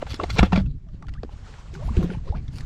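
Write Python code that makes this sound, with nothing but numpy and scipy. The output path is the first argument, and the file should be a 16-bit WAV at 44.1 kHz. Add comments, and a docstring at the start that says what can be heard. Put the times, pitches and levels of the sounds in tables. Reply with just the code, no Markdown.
"""Rocky lakeshore: split logs scrape, knock and thud together as an armful is moved close by.
Scrapes are filtered friction grains; thuds are low rings. Wood knocks and, around 1.02 to 1.15 s,
small water plops are short modal rings with a noisy onset.
Water laps as patchy filtered hiss with bubbles, each a gliding sine.
Wind rumbles on the microphone as lumpy low-frequency noise."""
import sys
import numpy as np
from scipy import signal
from scipy.fft import rfft, irfft
from scipy.io import wavfile
from scipy.ndimage import uniform_filter1d

SR = 44100
rng = np.random.default_rng(int(sys.argv[2]) if len(sys.argv) > 2 else 0)


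def linear_from_db(decibels):
    """Turn decibels (scalar or array-like) into linear amplitude factors; 0 gives 1."""
    return 10 ** (np.asarray(decibels, float) / 20)


def persist_wave(psi):
    """Save psi, clipped to +-1, as 16-bit WAV."""
    counts = np.round(np.clip(psi, -1, 1) * 32767).astype(np.int16)
    wavfile.write(sys.argv[1], SR, np.atleast_2d(counts).T)


N = 116865


def evened(x):
    """Scales to rms 1."""
    return x / np.sqrt(np.mean(x ** 2) + 1e-20)


def curve(points):
    """Gain of every sample from (time_s, level_db) points, linear in dB."""
    time_s, level_db = np.transpose(points)
    return linear_from_db(np.interp(np.arange(N) / SR, time_s, level_db))


def add(mix, start_s, sound):
    """Mixes a sound in place, cut at the end of the mix."""
    part = mix[round(start_s * SR):][:len(sound)]
    part += sound[:len(part)]


def colour(x, spectrum):
    """Filters by (freq_hz, level_db) points over log frequency, then scales to rms 1."""
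    freq_hz, level_db = np.transpose(spectrum)
    hz = np.fft.rfftfreq(len(x), 1 / SR)
    gain_db = np.interp(np.log(hz + 1), np.log(freq_hz + 1), level_db, -120, -120)
    return evened(irfft(rfft(x) * linear_from_db(gain_db), len(x)))


def lumps(width_s):
    """Slow random wander of rms 1: noise smoothed twice."""
    size = round(width_s * SR)
    smooth = uniform_filter1d(rng.standard_normal(N), size)
    return evened(uniform_filter1d(smooth, size))


def patchy(x, tilt_db_per_octave):
    """Uneven colour of one event: spectral tilt plus random humps, rms 1."""
    humps_per_octave, hump_db = 5.0, 4
    octave = np.log2(np.fft.rfftfreq(len(x), 1 / SR) / 1000 + 0.033)  # re 1 kHz
    humps = np.interp((octave + 4) * humps_per_octave, np.arange(80), rng.standard_normal(80))
    gain_db = hump_db * humps + tilt_db_per_octave * octave
    return evened(irfft(rfft(x) * linear_from_db(gain_db), len(x)))


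def mottled(depth_db):
    """Noise with random level patches over time and frequency."""
    z = signal.stft(rng.standard_normal(N + 512), nperseg=512, noverlap=384)[2]
    field = uniform_filter1d(rng.standard_normal(z.shape), size=7, axis=0)  # across frequency
    field = evened(uniform_filter1d(field, size=9, axis=1))  # across time
    return signal.istft(z * linear_from_db(depth_db * field), nperseg=512, noverlap=384)[1][:N]


# resonances of the loose kindling: freq_hz
KINDLING_HZ = [835, 1138.3, 1360, 2108.5, 2440, 2700, 3390, 5499]


def kindling(x):
    """Lifts the bands in which loose kindling rattles along, until it lies still."""
    half_width_hz, lift_db, still_s = 45, 8, 0.65
    hz = np.fft.rfftfreq(N, 1 / SR)
    peaks = sum(1 / (1 + ((hz - f) / half_width_hz) ** 2) for f in KINDLING_HZ)
    rattling = evened(irfft(rfft(x) * linear_from_db(lift_db * peaks), N))
    return np.where(np.arange(N) < still_s * SR, rattling, x)


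# wood and bark sliding: start_s, length_s, level_db, tilt_db_per_octave
SLIDES = [(0, 0.0432, -39, 1.46), (0.062, 0.096, -39, 4.5), (0.125, 0.0586, -43, 6),
          (0.174, 0.0839, -34, -3.98), (0.287, 0.0262, -33.5, 1.5), (0.304, 0.0725, -42, 7),
          (0.352, 0.072, -23.5, -0.5), (0.392, 0.109, -32.5, -0.73), (0.504, 0.1316, -29.5, -2),
          (0.625, 0.1556, -65, 1.5), (0.868, 0.16, -67, 2.5), (1.288, 0.0728, -55, 2),
          (1.72, 0.0612, -48, 5), (1.792, 0.1405, -56.5, 10.5), (1.92, 0.206, -37.5, -3.5),
          (2.007, 0.059, -52.5, 18), (1.964, 0.026, -56.5, 13), (2.038, 0.1612, -44.5, -0.5),
          (2.209, 0.1604, -48, 0), (2.324, 0.099, -46, -2), (2.5, 0.18, -50, 6.5)]
# relative friction spectrum: freq_hz, level_db_per_hz
FRICTION_SPECTRUM = [(260, -13), (450, -2), (756, -9.5), (1680, -15), (4090, -15), (11000, -45.5),
                     (15500, -55.5)]


def scrapes():
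    """Slides of wood and bark: clumped friction grains over mottled noise, swelling and fading."""
    grains_per_s, grain_db, edge_share = 4000, 4.5, 0.45
    out = np.zeros(N)
    hits = rng.random(N) < grains_per_s / SR
    strength = linear_from_db(grain_db * np.minimum(rng.exponential(1, N), 2.5))
    grains = hits * rng.standard_normal(N) * strength
    friction = evened(grains) + 0.9 * evened(mottled(2.5))
    rub = kindling(colour(friction * linear_from_db(2.8 * lumps(0.0017)), FRICTION_SPECTRUM))
    for start_s, length_s, level_db, tilt_db_per_octave in SLIDES:
        part = rub[round(start_s * SR):][:round(length_s * SR)]
        u = np.linspace(0, 1, len(part))
        swell = np.clip(np.minimum(u, 1 - u) / edge_share, 0, 1) ** 2
        add(out, start_s, linear_from_db(level_db) * swell * patchy(part, tilt_db_per_octave))
    return out


def bubble(length_s, level_db, first_hz, last_hz):
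    """A fading, fluttering sine whose wobbling pitch glides, mostly up, as the bubble nears the surface."""
    bend, wobble_share = 1.2, 0.055
    fade_db, flutter_db = -9, 5.0
    u = np.linspace(0, 1, round(length_s * SR))
    wobble, flutter = (np.interp(u * length_s / 0.0054, np.arange(40), v)
                       for v in rng.standard_normal((2, 40)))
    hz = first_hz * (last_hz / first_hz) ** u ** bend * (1 + wobble_share * wobble)
    attack = np.minimum(u * length_s / 0.0023, 1)
    release = np.minimum((1 - u) / 0.095, 1)
    level = linear_from_db(level_db + fade_db * u + flutter_db * flutter)
    return attack * release * level * np.sin(2 * np.pi * np.cumsum(hz) / SR)


# clear bubbles: start_s, length_s, level_db, first_hz, last_hz
BUBBLES = [(0.865, 0.076, -60.5, 677, 600), (0.948, 0.1, -64, 557.4, 553), (1.028, 0.024, -48, 1097, 1360),
           (1.021, 0.039, -47.5, 831, 779), (1.148, 0.0468, -48, 1093, 2005),
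           (1.464, 0.029, -49.5, 1300, 1502), (1.584, 0.0457, -47.5, 973.7, 1121),
           (1.734, 0.0617, -40, 347.7, 448.2), (1.8, 0.061, -45.5, 599.7, 1647),
           (1.788, 0.11, -42.5, 469.9, 998), (1.774, 0.079, -50.5, 1130, 1137),
           (1.878, 0.02257, -31, 633, 1315), (2.276, 0.016, -42, 947, 1255),
           (2.279, 0.0963, -40.5, 377.4, 863), (2.324, 0.036, -37, 741.2, 1317),
           (2.348, 0.022, -41.5, 1302, 1830)]
# lapping level: time_s, level_db
LAP_LEVEL = [(0.0, -53.5), (0.14, -51), (0.26, -48), (0.41, -53), (0.45, -48.5), (0.61, -55.5), (0.69, -75),
             (0.94, -68.5), (1.24, -63), (1.55, -50), (1.7, -56), (1.97, -48), (2.38, -64.5), (2.65, -54)]
# relative hiss spectrum: freq_hz, level_db_per_hz
WASH_SPECTRUM = [(210, -36.5), (350, 0.5), (928, -2.5), (1160, -4), (2880, -10), (3940, -12), (7510, -17.5),
                 (15000, -55.5)]


def water():
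    """Patchy hiss of small waves with random little bubbles in it, clear bubbles on top."""
    small_per_s, small_db = 250, -11  # small_db re hiss
    small, clear = np.zeros(N), np.zeros(N)
    for when, pitch, length, drop in rng.random((round(small_per_s * N / SR), 4)):
        hz = 700 * 4.4 ** pitch
        add(small, when * N / SR, bubble(9 / hz * (0.42 + length), -16 * drop, hz, 1.3 * hz))
    for start_s, *row in BUBBLES:
        add(clear, start_s, bubble(*row))
    hiss = colour(mottled(1.6) * linear_from_db(1.4 * lumps(0.033)), WASH_SPECTRUM)
    return clear + curve(LAP_LEVEL) * (hiss + linear_from_db(small_db) * evened(small))


# gust level: time_s, level_db
GUST_LEVEL = [(0, -34.5), (.2, -33), (.33, -28), (.42, -21), (.5, -23.5), (.6, -25.5), (.72, -28),
              (.8, -36), (1.18, -34.5), (1.26, -38), (1.68, -40.5), (1.85, -27.5), (2.03, -21.5),
              (2.2, -33), (2.4, -26.5), (2.5, -35.5), (2.65, -27)]
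# relative turbulence spectrum: freq_hz, level_db_per_hz
RUMBLE_SPECTRUM = [(8.8, -41.5), (15, -1.5), (54, -0.5), (141, -10), (290, -26.5), (441, -38.5), (600, -74),
                   (1320, -120)]


def wind():
    """Turbulence on the microphone: lumpy low noise following the gusts."""
    turbulence = rng.standard_normal(N) * linear_from_db(3.2 * lumps(0.017))
    return curve(GUST_LEVEL) * colour(turbulence, RUMBLE_SPECTRUM)


def ring(hz, t60_s, rise_s, sag):
    """One decaying mode; pitch starts a share sag high and settles to hz."""
    t = np.arange(0, 1.5 * t60_s, 1 / SR)
    turns = np.cumsum(hz * (1 + sag * np.exp(-t / 0.002192))) / SR
    rise = 1 - np.exp(-(t / rise_s) ** 2)
    return rise * linear_from_db(-60 * t / t60_s) * np.sin(2 * np.pi * turns)


# wood knocks and, around 1.02 to 1.15 s, small water plops:
# start_s, level_db, base_pitch_hz, base_t60_s, onset_db (re level_db)
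SHORT_RINGS = [(0.025, -5, 571.2, 0.01356, -44), (0.067, -34, 900, 0.0429, -1.5),
               (0.133, -44, 845, 0.021, 11.5), (0.143, -19, 4710, 0.0133, -7),
               (.198, -13.5, 1148, 0.02866, -22.5), (0.214, -20, 464, 0.0184, -17),
               (.232, -14, 379.7, 0.02875, -18.5), (0.2358, -25, 2135, 0.0337, -4),
               (0.2384, -17, 787, 0.03085, -12.5), (0.303, -21, 4137, 0.0507, -5.5),
               (.362, -32.5, 656, 0.0465, 1.5), (.385, -16.5, 3661, 0.04, -4),
               (.391, -12.5, 897.6, 0.035, -7.5), (0.39, -10, 2486, 0.0404, -3.5),
               (0.395, -22.5, 3870, 0.0356, -2.5), (0.411, -31, 1197, 0.095, -25.5),
               (0.4295, -4.5, 368.3, 0.03, -8), (0.432, -24.5, 931, 0.082, -5),
               (0.522, -15.5, 970.6, 0.025, -13), (0.529, -15, 815, 0.0379, -5),
               (0.532, -28, 2854, 0.0675, -10.5), (.56, -20.5, 2361, 0.043, -10.5),
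               (.572, -28, 775, 0.0145, -28.5), (0.659, -49, 2525, 0.0727, -6.5),
               (.887, -54, 1300, 0.036, -4), (1.025, -28.5, 1370, 0.01427, -13),
               (1.068, -41, 3130, 0.015, -8), (1.084, -36.5, 1485, 0.0283, -4),
               (1.092, -51.5, 2270, 0.0205, 11.5), (1.138, -45.5, 2006, 0.019, 3.5),
               (1.233, -14.5, 471.2, 0.01817, -21), (1.247, -23.5, 281, 0.0254, -25.5),
               (1.291, -36.5, 955, 0.026, -37.5), (1.539, -36, 1550, 0.0188, -11),
               (1.75, -34, 1578, 0.0333, -12.5), (1.967, -36, 2510, 0.038, 0.5),
               (2.027, -30, 1053, 0.0358, -36.5), (2.101, -33, 1549, 0.05, -18.5),
               (2.146, -36.5, 949, 0.053, -16.5), (1.151, -45, 1344, 0.0258, -23),
               (2.48, -39, 3877, 0.037, -8), (2.584, -33.5, 2466, 0.02125, -3),
               (2.607, -39, 3580, 0.0168, 4)]
# modes of every short ring: pitch_ratio, level_db, t60_share
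RING_MODES = [(0.91, 4, 0.822), (.52, -5, 1), (1.22, -5.5, .9), (1.7, -19.5, 1), (2.1, -13, 0.8),
              (3, -29, 0.88)]
# relative onset-noise spectrum: freq_hz, level_db_per_hz
ONSET_SPECTRUM = [(350, -28), (600, -3), (866, -5), (1780, -3.5), (2470, -13), (3900, -12.5), (5660, -20),
                  (10600, -44.5), (15500, -56.5)]


def short_rings():
    """Wood knocks and small water plops: one mode pattern, detuned each time, with a noisy onset."""
    detune_share, damp_hz = 0.0581, 2900  # modes near and above damp_hz die faster
    rise_share, onset_t60_share = 0.058, 1.283  # of base_t60_s
    out = np.zeros(N)
    lumpy = rng.standard_normal(N) * linear_from_db(1.1 * lumps(0.003))
    onset_noise = kindling(colour(lumpy, ONSET_SPECTRUM))
    detune = 1 + detune_share * rng.standard_normal((len(SHORT_RINGS), len(RING_MODES)))
    t = np.arange(2048) / SR
    for (start_s, level_db, pitch_hz, t60_s, onset_db), offsets in zip(SHORT_RINGS, detune):
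        for (ratio, mode_db, t60_share), offset in zip(RING_MODES, offsets):
            hz = min(pitch_hz * ratio * offset, 14000)
            mode_t60_s = t60_s * t60_share / (1 + (hz / damp_hz) ** 2)
            add(out, start_s, linear_from_db(level_db + mode_db) * ring(hz, mode_t60_s, 0.001602, 0.2502))
        rise_s = rise_share * t60_s
        rise = 1 - np.exp(-(t / rise_s) ** 2)
        decay = linear_from_db(level_db + onset_db - 60 * t / (onset_t60_share * t60_s))
        noise = np.roll(onset_noise, -round(start_s * SR))[:len(t)]
        tilt_db_per_octave = np.log2(pitch_hz / 500) * 2.0  # higher rings start brighter
        add(out, start_s - rise_s, rise * decay * patchy(noise, tilt_db_per_octave))
    return out


# heavy logs landing: start_s, level_db, settled_pitch_hz, t60_s
THUDS = [(.139, -15, 267.6, 0.0184), (0.192, -18.5, 300, 0.0253), (2.091, -28.5, 399, 0.0395),
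         (0.389, -3.5, 153, 0.0516), (0.404, -4.5, 54.2, 0.1124), (0.427, -4, 188, 0.074),
         (0.527, -8, 180.1, 0.169), (0.552, -14, 93, 0.135), (.575, -8, 191.5, 0.1426),
         (0.61, -8, 74.7, 0.052), (1.967, -19.5, 355.7, 0.104), (1.974, -5.5, 65.6, 0.072),
         (1.988, -9.5, 176.8, 0.09), (2.017, -21, 333.4, 0.063), (2.035, -15, 172.9, 0.184),
         (2.043, -15, 306.6, 0.032), (2.095, -20.5, 182.1, 0.146), (2.114, -21, 372.3, 0.034),
         (2.17, -16.5, 116, 0.075), (2.3, -17, 73.7, 0.124), (0.259, -19, 82, 0.031),
         (.31, -18.5, 95.7, 0.0705), (0.945, -15, 78.7, 0.0257), (1.76, -29.5, 145.5, 0.226),
         (2.347, -23.5, 165.2, 0.0826), (.67, -21.5, 140.2, 0.208), (1.905, -25, 220, 0.128)]


def thuds():
    """Heavy logs landing: low short rings that swell over a few milliseconds."""
    out = np.zeros(N)
    for start_s, level_db, pitch_hz, t60_s in THUDS:
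        add(out, start_s, linear_from_db(level_db) * ring(pitch_hz, t60_s, 0.0021, 0.3))
    return out


def scene():
    """Sums all layers into one channel."""
    return (scrapes() + water() + wind() + short_rings() + thuds())[None]


def low_pass(x):
    """Removes everything above the highest recorded frequency."""
    return signal.sosfilt(signal.butter(12, 15720, fs=SR, output="sos"), x)


def record(dry):
    """Turns the dry mix into the output."""
    return low_pass(dry)


dry = scene()
out = record(dry)
persist_wave(out)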